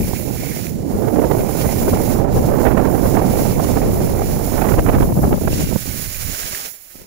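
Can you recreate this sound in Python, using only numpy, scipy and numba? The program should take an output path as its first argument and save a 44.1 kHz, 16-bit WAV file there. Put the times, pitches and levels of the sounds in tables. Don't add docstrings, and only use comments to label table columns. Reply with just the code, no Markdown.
import sys
import numpy as np
from scipy import signal
from scipy.fft import rfft, irfft, next_fast_len
from scipy.io import wavfile
from scipy.ndimage import uniform_filter1d
from numba import njit

SR = 44100
rng = np.random.default_rng(int(sys.argv[2]) if len(sys.argv) > 2 else 0)


def store_pcm(level_fs):
    pcm = np.round(np.clip(level_fs, -1, 1) * 32767).astype(np.int16)
    wavfile.write(sys.argv[1], SR, np.atleast_2d(pcm).T)


N = 311346

# (time [s], edge scrape [dB], snow spray [dB])
SKI_LEVELS = [(0, -37.5, -29.5), (.3, -40, -32), (.55, -36.5, -30), (1.1, -46.5, -35.5), (1.65, -35.5, -28),
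              (2.15, -37, -29), (2.45, -39, -31.5), (2.9, -43, -30), (3.1, -35.5, -29), (3.7, -35.5, -28.5),
              (4.25, -39, -31), (4.52, -38, -27.5), (4.95, -40.5, -32), (5.1, -46.5, -32),
              (5.42, -42.5, -32), (5.62, -31.5, -30.5), (5.78, -36, -28.5), (5.95, -33.5, -28),
              (6.12, -34.5, -28), (6.38, -30.5, -27.5), (6.66, -29.5, -30.5), (6.72, -44.5, -32),
              (6.8, -53, -39), (6.9, -50, -40.5), (6.97, -49, -39.5), (7.06, -52, -49)]
# (frequency [Hz], density [dB per Hz])
SCRAPE_SPECTRUM = [(150, -4), (450, 0), (900, 2), (1800, -6.5), (3500, -7.5), (5000, 1.5), (8500, -4),
                   (10000, -8), (15000, -6.5)]
# (frequency [Hz], density [dB per Hz])
SPRAY_SPECTRUM = [(1000, -33), (3000, -23), (6500, -9), (10000, -5), (13000, 4.5), (15500, -1.35)]
# (frequency [Hz], gain [dB])
SHARED_SCRAPE_EQ = [(500, -0.5), (1200, 2.5), (3000, 1.0), (5000, -9.0), (9000, -29)]
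OWN_SCRAPE_EQ = [(500, -10.5), (1200, -5.5), (3000, 4.5), (5000, -5.0), (9000, 1.8)]
# (time [s], level [dB], centre before wander [Hz])
CRUNCH_BURSTS = [(0, -48, 2330), (.24, -45, 2300), (.33, -53, 2400), (.4, -43, 2280), (.56, -43, 2230),
                 (.62, -55, 2200), (.72, -82, 2250), (1.1, -59, 2280), (1.6, -45, 2280), (2.1, -46, 2250),
                 (2.3, -61, 2230), (3.2, -50, 2240), (4.5, -53, 2130), (5.3, -58, 2700), (5.52, -45, 2800),
                 (5.68, -44, 2750), (5.78, -60, 2400), (5.9, -49, 1500), (5.98, -46, 1100),
                 (6.08, -44, 1100), (6.16, -49, 1300), (6.27, -43, 1050), (6.36, -47, 900),
                 (6.45, -42, 800), (6.51, -49, 900), (6.56, -44, 1100), (6.65, -41, 850), (6.72, -56, 800),
                 (6.92, -58, 700), (7.06, -51, 895)]
# (frequency [Hz], gain [dB])
LEFT_PORT_EQ = [(300, -2.5), (5000, -0.5), (9000, 0), (10500, -3), (14300, -2.5), (15000, -7), (15700, -6)]
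# (frequency [Hz], width [Hz], gain [dB])
RIGHT_PORT_MODES = [(5510, 1000, 4.5), (6890, 630, 8.5), (9450, 1540, 4), (10770, 1150, 8),
                    (13300, 1100, -0.5), (15040, 1240, 9.5)]
# (frequency [Hz], gain [dB])
RIGHT_PORT_EQ = [(600, 1), (1000, -3.5), (2200, 5), (3200, 1.5), (5000, 2.5), (7000, 1.5), (8000, -1),
                 (9500, -0.16)]
# (time [s], level [dB], air speed [m/s])
LEFT_WIND_FLOW = [(0, -12.5, 4.3), (.12, -26.5, 1.05), (.65, -33, 1.6), (.85, -23.5, 1.5),
                  (1.5, -27.5, 2.6), (1.87, -20, 4.5), (2.25, -25, 2.1), (2.4, -14.5, 4), (2.62, -26, 3),
                  (3.08, -24.5, 3.2), (3.22, -19.5, 5), (3.7, -21.5, 4.4), (3.97, -18, 5.1),
                  (4.62, -24.5, 3.6), (4.92, -16, 5), (5.28, -17, 5.5), (5.42, -19, 3.6), (5.64, -17, 3),
                  (5.76, -38, 1.2), (6.4, -48, .55), (6.65, -56, .8), (6.94, -56, 1), (6.96, -44, 5.4),
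                  (7.06, -43, 4)]
# (time [s], level [dB], air speed [m/s])
RIGHT_WIND_FLOW = [(0, -18.5, 5.4), (.5, -19, 6), (.63, -20, 7), (.76, -20.5, 6.3), (.92, -16.5, 9),
                   (1.2, -11, 10.2), (1.5, -14.5, 8.9), (2.3, -11, 8.3), (2.4, -12.5, 7.9),
                   (2.6, -10, 10.6), (3.1, -11, 8.8), (3.7, -12.5, 8.2), (4.12, -13.5, 7.9),
                   (4.5, -15.5, 9.2), (4.63, -12, 14.2), (4.82, -14, 6.5), (4.9, -12.5, 11.5),
                   (4.98, -13.5, 10.5), (5.06, -15.5, 5), (5.27, -16, 4.3), (5.4, -20, 4.1),
                   (5.7, -18.5, 4.1), (5.95, -23, 3.9), (6.1, -27, 1.6), (6.31, -21, 2), (6.37, -38, 1.3),
                   (6.43, -33, 1.6), (6.55, -38, 1.3), (6.62, -55, 1), (6.93, -60, 1.6), (6.96, -46, 6.4),
                   (7.06, -50, 4)]
# (time [s], flutter depth before scaling [dB], largest-eddy share [dB],
#            commonest eddy pitch [Hz], its share [dB])
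FLOW_CHARACTER = [(0, 2.5, -4, 200, 0), (.55, 2.5, -13, 173, 3), (.68, 1.5, -14, 170, 10),
                  (.8, 0.5, -17, 210, 9), (1.0, 1.6, -14, 328, 6), (1.25, 2.3, -1, 386, 6),
                  (1.5, 2, 2, 350, 0), (1.9, 1.3, 4, 300, 2), (2.5, 1.8, 7, 259, 2), (3.5, 2.5, 3, 250, 2),
                  (4.4, 2, 8.5, 200, 0), (4.7, 3, 8, 150, 2), (5.0, 3.5, 10, 129, 3.5),
                  (5.5, 4, -2, 151, 1), (6.2, 3.5, 9.5, 100, 1.5), (7.06, 9, 5, 100, -2)]
# (frequency [Hz], gain [dB])
LEFT_EDDY_EQ = [(15, -15), (30, 7.0), (100, 4.0), (300, 1), (1000, -2), (2300, -7.5), (4000, -26)]
RIGHT_EDDY_EQ = [(15, -12.5), (40, -6.5), (120, -1.5), (300, -4.5), (750, -6.0), (1100, -12.0),
                 (2300, -12), (4000, -15.0)]
# (time [s], starting level [dB], pitch [Hz], decay [cycles])
CRUST_KNOCKS = [(.031, -29, 2360, 9.8), (.383, -35, 2260, 9), (.433, -33, 2250, 16), (.464, -32, 2230, 13),
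                (.52, -31, 2250, 7), (.564, -29, 2250, 5), (0.668, -19, 2380, 1.5), (.692, -33, 2130, 2.5),
                (1.529, -35, 2390, 12), (1.619, -32, 2280, 12), (1.691, -28, 2100, 8),
                (1.727, -30, 2430, 6), (1.987, -35, 2170, 12), (5.474, -34, 2570, 5),
                (5.526, -24, 2780, 13), (5.66, -33, 2750, 12), (5.914, -32, 2280, 7), (6.078, -27, 4180, 5),
                (6.146, -29, 2470, 14), (6.27, -33, 1900, 8), (6.345, -28, 1480, 9.2), (6.43, -29, 1690, 8),
                (6.548, -20, 1690, 4), (6.955, -30, 205, 1.2), (7.017, -30, 186, 1.2)]
# (time [s], port [0 left, 1 right], strength before scaling [dB], length [s])
GUST_EVENTS = [(0.135, 1, 15, 0.0063), (0.415, 0, 14, .03), (0.544, 0, 10, 0.059), (0.953, 0, 21.5, 0.026),
               (1.185, 0, 13, 0.028), (1.268, 0, 12, 0.027), (0.968, 1, 7, .008), (0.905, 1, 6, .01),
               (1.03, 1, 6, .03), (1.084, 1, 8, 0.006), (1.165, 1, 5.5, .01), (1.197, 1, 6, 0.008),
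               (1.222, 1, 10, .005), (1.243, 1, 12, .006), (1.316, 1, 21, 0.011), (1.334, 1, 9, 0.0045),
               (1.351, 1, 10, .004), (1.435, 1, 4, .005), (1.658, 1, 11, 0.0092), (1.882, 1, 8, 0.005),
               (1.94, 1, 6, 0.011), (2.5, 1, 6, 0.0057), (1.35, 0, 16, 0.012), (1.412, 0, 21, 0.035),
               (1.668, 0, 14, 0.024), (1.825, 0, 15, .016), (1.885, 0, 23, 0.013), (1.935, 0, 23, 0.018),
               (2.154, 0, 18, 0.019), (2.37, 0, 17, .035), (2.666, 1, 14, 0.029), (2.715, 1, 6, .015),
               (2.778, 1, 13, 0.014), (2.8, 1, 8, .01), (2.86, 1, 5, .03), (3.05, 1, 6, .02),
               (3.061, 0, 27, 0.029), (3.166, 1, 9.5, 0.044), (3.339, 1, 6.5, 0.0064), (3.394, 1, 6, .01),
               (3.6, 1, 8, 0.0087), (3.646, 1, 9, .008), (3.412, 0, 19, 0.021), (3.566, 0, 9, 0.016),
               (3.773, 1, 14.5, 0.0085), (3.878, 0, 11, 0.063), (4.1, 1, 7, .008), (4.221, 1, 15, 0.0057),
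               (4.353, 0, 13, 0.028), (4.542, 1, 7, .006), (4.58, 1, 6, 0.018), (4.623, 1, 16, 0.01),
               (4.672, 1, 8, 0.04), (4.685, 0, 12, .011), (4.721, 1, 16, 0.01), (4.743, 1, 13, 0.013),
               (4.788, 0, 26, 0.018), (4.79, 1, 21, 0.019), (4.862, 1, 12, .008), (4.883, 1, 16, 0.033),
               (4.933, 1, 10, 0.017), (4.965, 0, 13, 0.015), (4.962, 1, 8, 0.034), (4.982, 1, 7, 0.0072),
               (5.007, 1, 20, .006), (5.032, 1, 13, 0.02), (5.078, 1, 16, 0.012), (5.125, 1, 20, .008),
               (5.193, 1, 14, 0.0085), (5.221, 1, 7, .01), (5.106, 1, 12, 0.0089), (5.144, 1, -12, 0.04),
               (5.174, 1, 17, 0.015), (5.245, 1, 20, 0.024), (5.277, 1, 16.5, 0.0078), (5.033, 0, 8, 0.02),
               (5.058, 0, 10, 0.008), (5.106, 0, 10, 0.016), (5.145, 0, -2, 0.03), (5.385, 0, 8, 0.02),
               (5.178, 0, 12, 0.01), (5.24, 0, 16, 0.028), (5.335, 0, 15, 0.028), (5.312, 1, 10, 0.008),
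               (5.328, 1, 24, 0.011), (5.35, 1, 10, 0.01), (5.387, 1, -10, 0.047), (5.416, 1, 18.5, 0.017),
               (5.477, 1, 24, 0.013), (5.53, 1, 9, .01), (5.553, 1, 8, .007), (5.62, 1, 11, .03),
               (5.703, 1, 12, .01), (5.728, 1, 11, 0.014), (5.735, 0, 12, 0.016), (5.762, 1, 22, 0.011),
               (5.82, 1, -12.5, 0.069), (5.89, 1, 6.5, 0.037), (5.96, 1, 6, 0.01)]
# (time [s], change of spray [dB], length [s])
SKI_LIFTS = [(.22, 2, .06), (.45, 1, .05), (.81, -13.5, 0.14), (1.68, 1, 0.078), (1.93, -1.5, 0.08),
             (2.27, -17, 0.098), (2.55, -4, 0.091), (2.78, -7.5, 0.15), (3.0, -2, .06), (3.22, -5, 0.093),
             (3.59, -3.5, 0.082), (3.87, -3.5, 0.14), (5.53, 1.5, 0.043), (5.91, 2, 0.046),
             (6.155, 1, 0.026), (6.3, -1.5, 0.038), (6.555, 5, 0.015), (6.96, 4, 0.024)]
# (time [s], port [0 left, 1 right], level [dB], pitch [Hz])
EDDY_BLOWS = [(1.085, 1, -6, 400), (1.198, 1, -6, 450), (1.316, 1, -4, 600), (1.376, 0, -11, 110),
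              (2.776, 1, -5, 500), (4.621, 1, -4, 600), (4.889, 1, -4, 500), (4.945, 1, -4, 350),
              (5.005, 1, -3, 300), (5.021, 1, -3, 150), (5.174, 0, -3, 170), (5.191, 1, -3, 250),
              (5.28, 1, -3, 250), (5.294, 0, -6, 350), (5.328, 1, -2, 350), (5.466, 1, -7, 150),
              (5.531, 1, -6, 250), (5.733, 1, -6, 200), (5.761, 1, -4, 250)]

SCRAPE_PORT_DB, SPRAY_PORT_DB = (0, 1.5), (-20, -1.5)
LIFT_SCRAPE_SHARE = 0.71
PORT_LAG_SAMPLES = 22
SMALLEST_EDDY_M = 0.0099
MESH_HZ = 1900
BLOW_DECAY_CYCLES = 0.6
TOP_HZ = 15750


def undb(db):
    return 10 ** (np.asarray(db) / 20)


def unit(x):
    return x / np.sqrt(np.mean(x ** 2))


def curves(table):
    time_s, *columns = np.transpose(table)
    return [np.interp(np.arange(N) / SR, time_s, c) for c in columns]


def walk(rate_hz):
    hold = int(SR / 16 / rate_hz)
    steps = np.repeat(rng.standard_normal(N // 16 // hold + 2), hold)
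    coarse = uniform_filter1d(uniform_filter1d(steps, hold), hold)
    return np.interp(np.arange(N) / 16, np.arange(len(coarse)), unit(coarse))


def colour(x, points=(), modes=()):
    size = next_fast_len(N)
    hz = np.maximum(np.arange(size // 2 + 1) * SR / size, 1)
    gain_db = 0
    if points:
        gain_db = np.interp(np.log(hz), np.log([p[0] for p in points]), [p[1] for p in points])
    gain_db = gain_db + sum(top_db / (1 + (2 * (hz - f) / width) ** 2) for f, width, top_db in modes)
    return irfft(rfft(x, size) * undb(gain_db), size)[:N]


def bells(rows):
    t, out = np.arange(N) / SR, np.zeros(N)
    for time_s, db, length_s in rows:
        first = max(int((time_s - 2 * length_s) * SR), 0)
        near = slice(first, int((time_s + 2 * length_s) * SR))
        out[near] += db * np.exp(-(1.59 * (t[near] - time_s) / length_s) ** 2)
    return out


@njit
def svf(x, hz, damping):
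    low, band = np.empty(len(x)), np.empty(len(x))
    band_state, low_state = 0., 0.
    for i in range(len(x)):
        g = np.tan(np.pi * hz[i] / SR)
        v = (band_state + g * (x[i] - low_state)) / (1 + g * (g + damping))
        low[i], band[i] = low_state + g * v, damping * v
        band_state, low_state = 2 * v - band_state, 2 * low[i] - low_state
    return low, band


def crystals(scatter_db):
    size = np.minimum(rng.exponential(size=N), 5)
    return rng.standard_normal(N) * undb(scatter_db * size)


def crunch():
    level_db, centre_hz = curves(CRUNCH_BURSTS)
    centre_hz = centre_hz * undb(0.7 * walk(30))
    ring = svf(crystals(3.5), centre_hz, 0.5)[1]
    ring = svf(ring, centre_hz, 0.5)[1]
    burst_db = 2.6 * np.tanh(walk(45)) + 3.8 * walk(120)
    return unit(ring * undb(burst_db)) * undb(level_db)


def skis():
    lift_db = bells(SKI_LIFTS)
    scrape_db, spray_db = curves(SKI_LEVELS) + np.outer([LIFT_SCRAPE_SHARE, 1], lift_db)
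    judder = np.tanh(walk(32))
    scrape_gain = undb(scrape_db + 2.1 * judder + 1.38 * walk(70))
    scrape_gain = scrape_gain + undb(-59.5)
    spray_gain = undb(spray_db + 0.49 * judder + 1.23 * walk(40))
    shared = colour(crystals(3.03), SHARED_SCRAPE_EQ)
    hits = knocks() + crunch()
    ports = []
    for port, lag in enumerate((PORT_LAG_SAMPLES, 0)):
        own = colour(crystals(2.26), OWN_SCRAPE_EQ)
        scrape = unit(colour(np.roll(shared, lag) + own, SCRAPE_SPECTRUM))
        scrape = scrape * scrape_gain * undb(SCRAPE_PORT_DB[port])
        spray = unit(colour(crystals(1.8), SPRAY_SPECTRUM))
        spray = spray * spray_gain * undb(SPRAY_PORT_DB[port])
        ports.append(scrape + spray + np.roll(hits, lag))
    left = colour(ports[0], LEFT_PORT_EQ)
    right = colour(ports[1], RIGHT_PORT_EQ, RIGHT_PORT_MODES)
    return np.array([left, right])


def wind(level_db, speed_m_s, port, skirt_db, unrest, spectrum):
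    flutter_db, large_db, common_hz, common_db = curves(FLOW_CHARACTER)
    flutter_db = unrest * flutter_db
    surge_db = gusts(port) + 0.35 * flutter_db * walk(35)
    slaps_db = 1.6 * flutter_db * np.tanh(0.58 * walk(210))
    reach_hz = speed_m_s * undb(0.38 * surge_db + 0.76 * slaps_db) / SMALLEST_EDDY_M
    corner_hz = np.clip(MESH_HZ * np.tanh(reach_hz / MESH_HZ), 30, 3000)

    eddies = colour(rng.standard_normal(N), spectrum)
    eddies = eddies + (undb(large_db) - 1) * svf(eddies, np.full(N, 95.), 3.8)[0]
    eddies = eddies + (undb(common_db) - 1) * svf(eddies, common_hz, 0.82)[1]
    gentle = svf(eddies, corner_hz, 1.76)[0]
    steep = svf(gentle, 1.92 * corner_hz, 2.54)[0]
    steady = svf(eddies, np.clip(speed_m_s / SMALLEST_EDDY_M, 30, 3000), 2.09)[0]
    strength = np.sqrt(uniform_filter1d(steady ** 2, size=SR // 3))
    fronts = undb(skirt_db + 0.75 * slaps_db) * (gentle - steep)
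    gain = undb(level_db + 0.34 * surge_db + 0.55 * slaps_db)
    return (steep + fronts) / strength * gain + blows(port)


def knocks():
    size = 4000
    out, t = np.zeros(N + size), np.arange(size) / SR
    noises = rng.standard_normal((len(CRUST_KNOCKS), 2, size))
    for (time_s, db, hz, cycles), (crack, rough) in zip(CRUST_KNOCKS, noises):
        wobble_rad = np.cumsum(rough) * 0.11
        ring = np.sin(2 * np.pi * hz * t + wobble_rad) * np.exp(-t * hz / cycles)
        hit = ring + 0.2 * crack * np.exp(-t / 0.004)
        start = int(time_s * SR)
        out[start:start + size] += undb(db) * hit
    return out[:N]


def gusts(port):
    return bells([(s, db, length) for s, where, db, length in GUST_EVENTS if round(where) == port])


def blows(port):
    size = 2000
    out, t = np.zeros(N + size), np.arange(size) / SR
    for time_s, where, db, hz in EDDY_BLOWS:
        if round(where) == port:
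            decay = np.exp((.25 - t * hz) / BLOW_DECAY_CYCLES)
            start = int(time_s * SR)
            out[start:start + size] -= undb(db) * np.sin(2 * np.pi * hz * t) * decay
    return out[:N]


def scene():
    left_db, left_m_s = curves(LEFT_WIND_FLOW)
    right_db, right_m_s = curves(RIGHT_WIND_FLOW)
    left = wind(left_db, left_m_s, 0, skirt_db=-16, unrest=0.8, spectrum=LEFT_EDDY_EQ)
    right = wind(right_db, right_m_s, 1, skirt_db=-14.0, unrest=1.02, spectrum=RIGHT_EDDY_EQ)
    return skis() + np.array([left, right])


def record(dry):
    rounded = dry / (1 + np.abs(dry) ** 6) ** (1 / 6)
    return signal.sosfilt(signal.ellip(14, .3, 70, TOP_HZ, fs=SR, output="sos"), rounded)


dry = scene()
out = record(dry)
store_pcm(out)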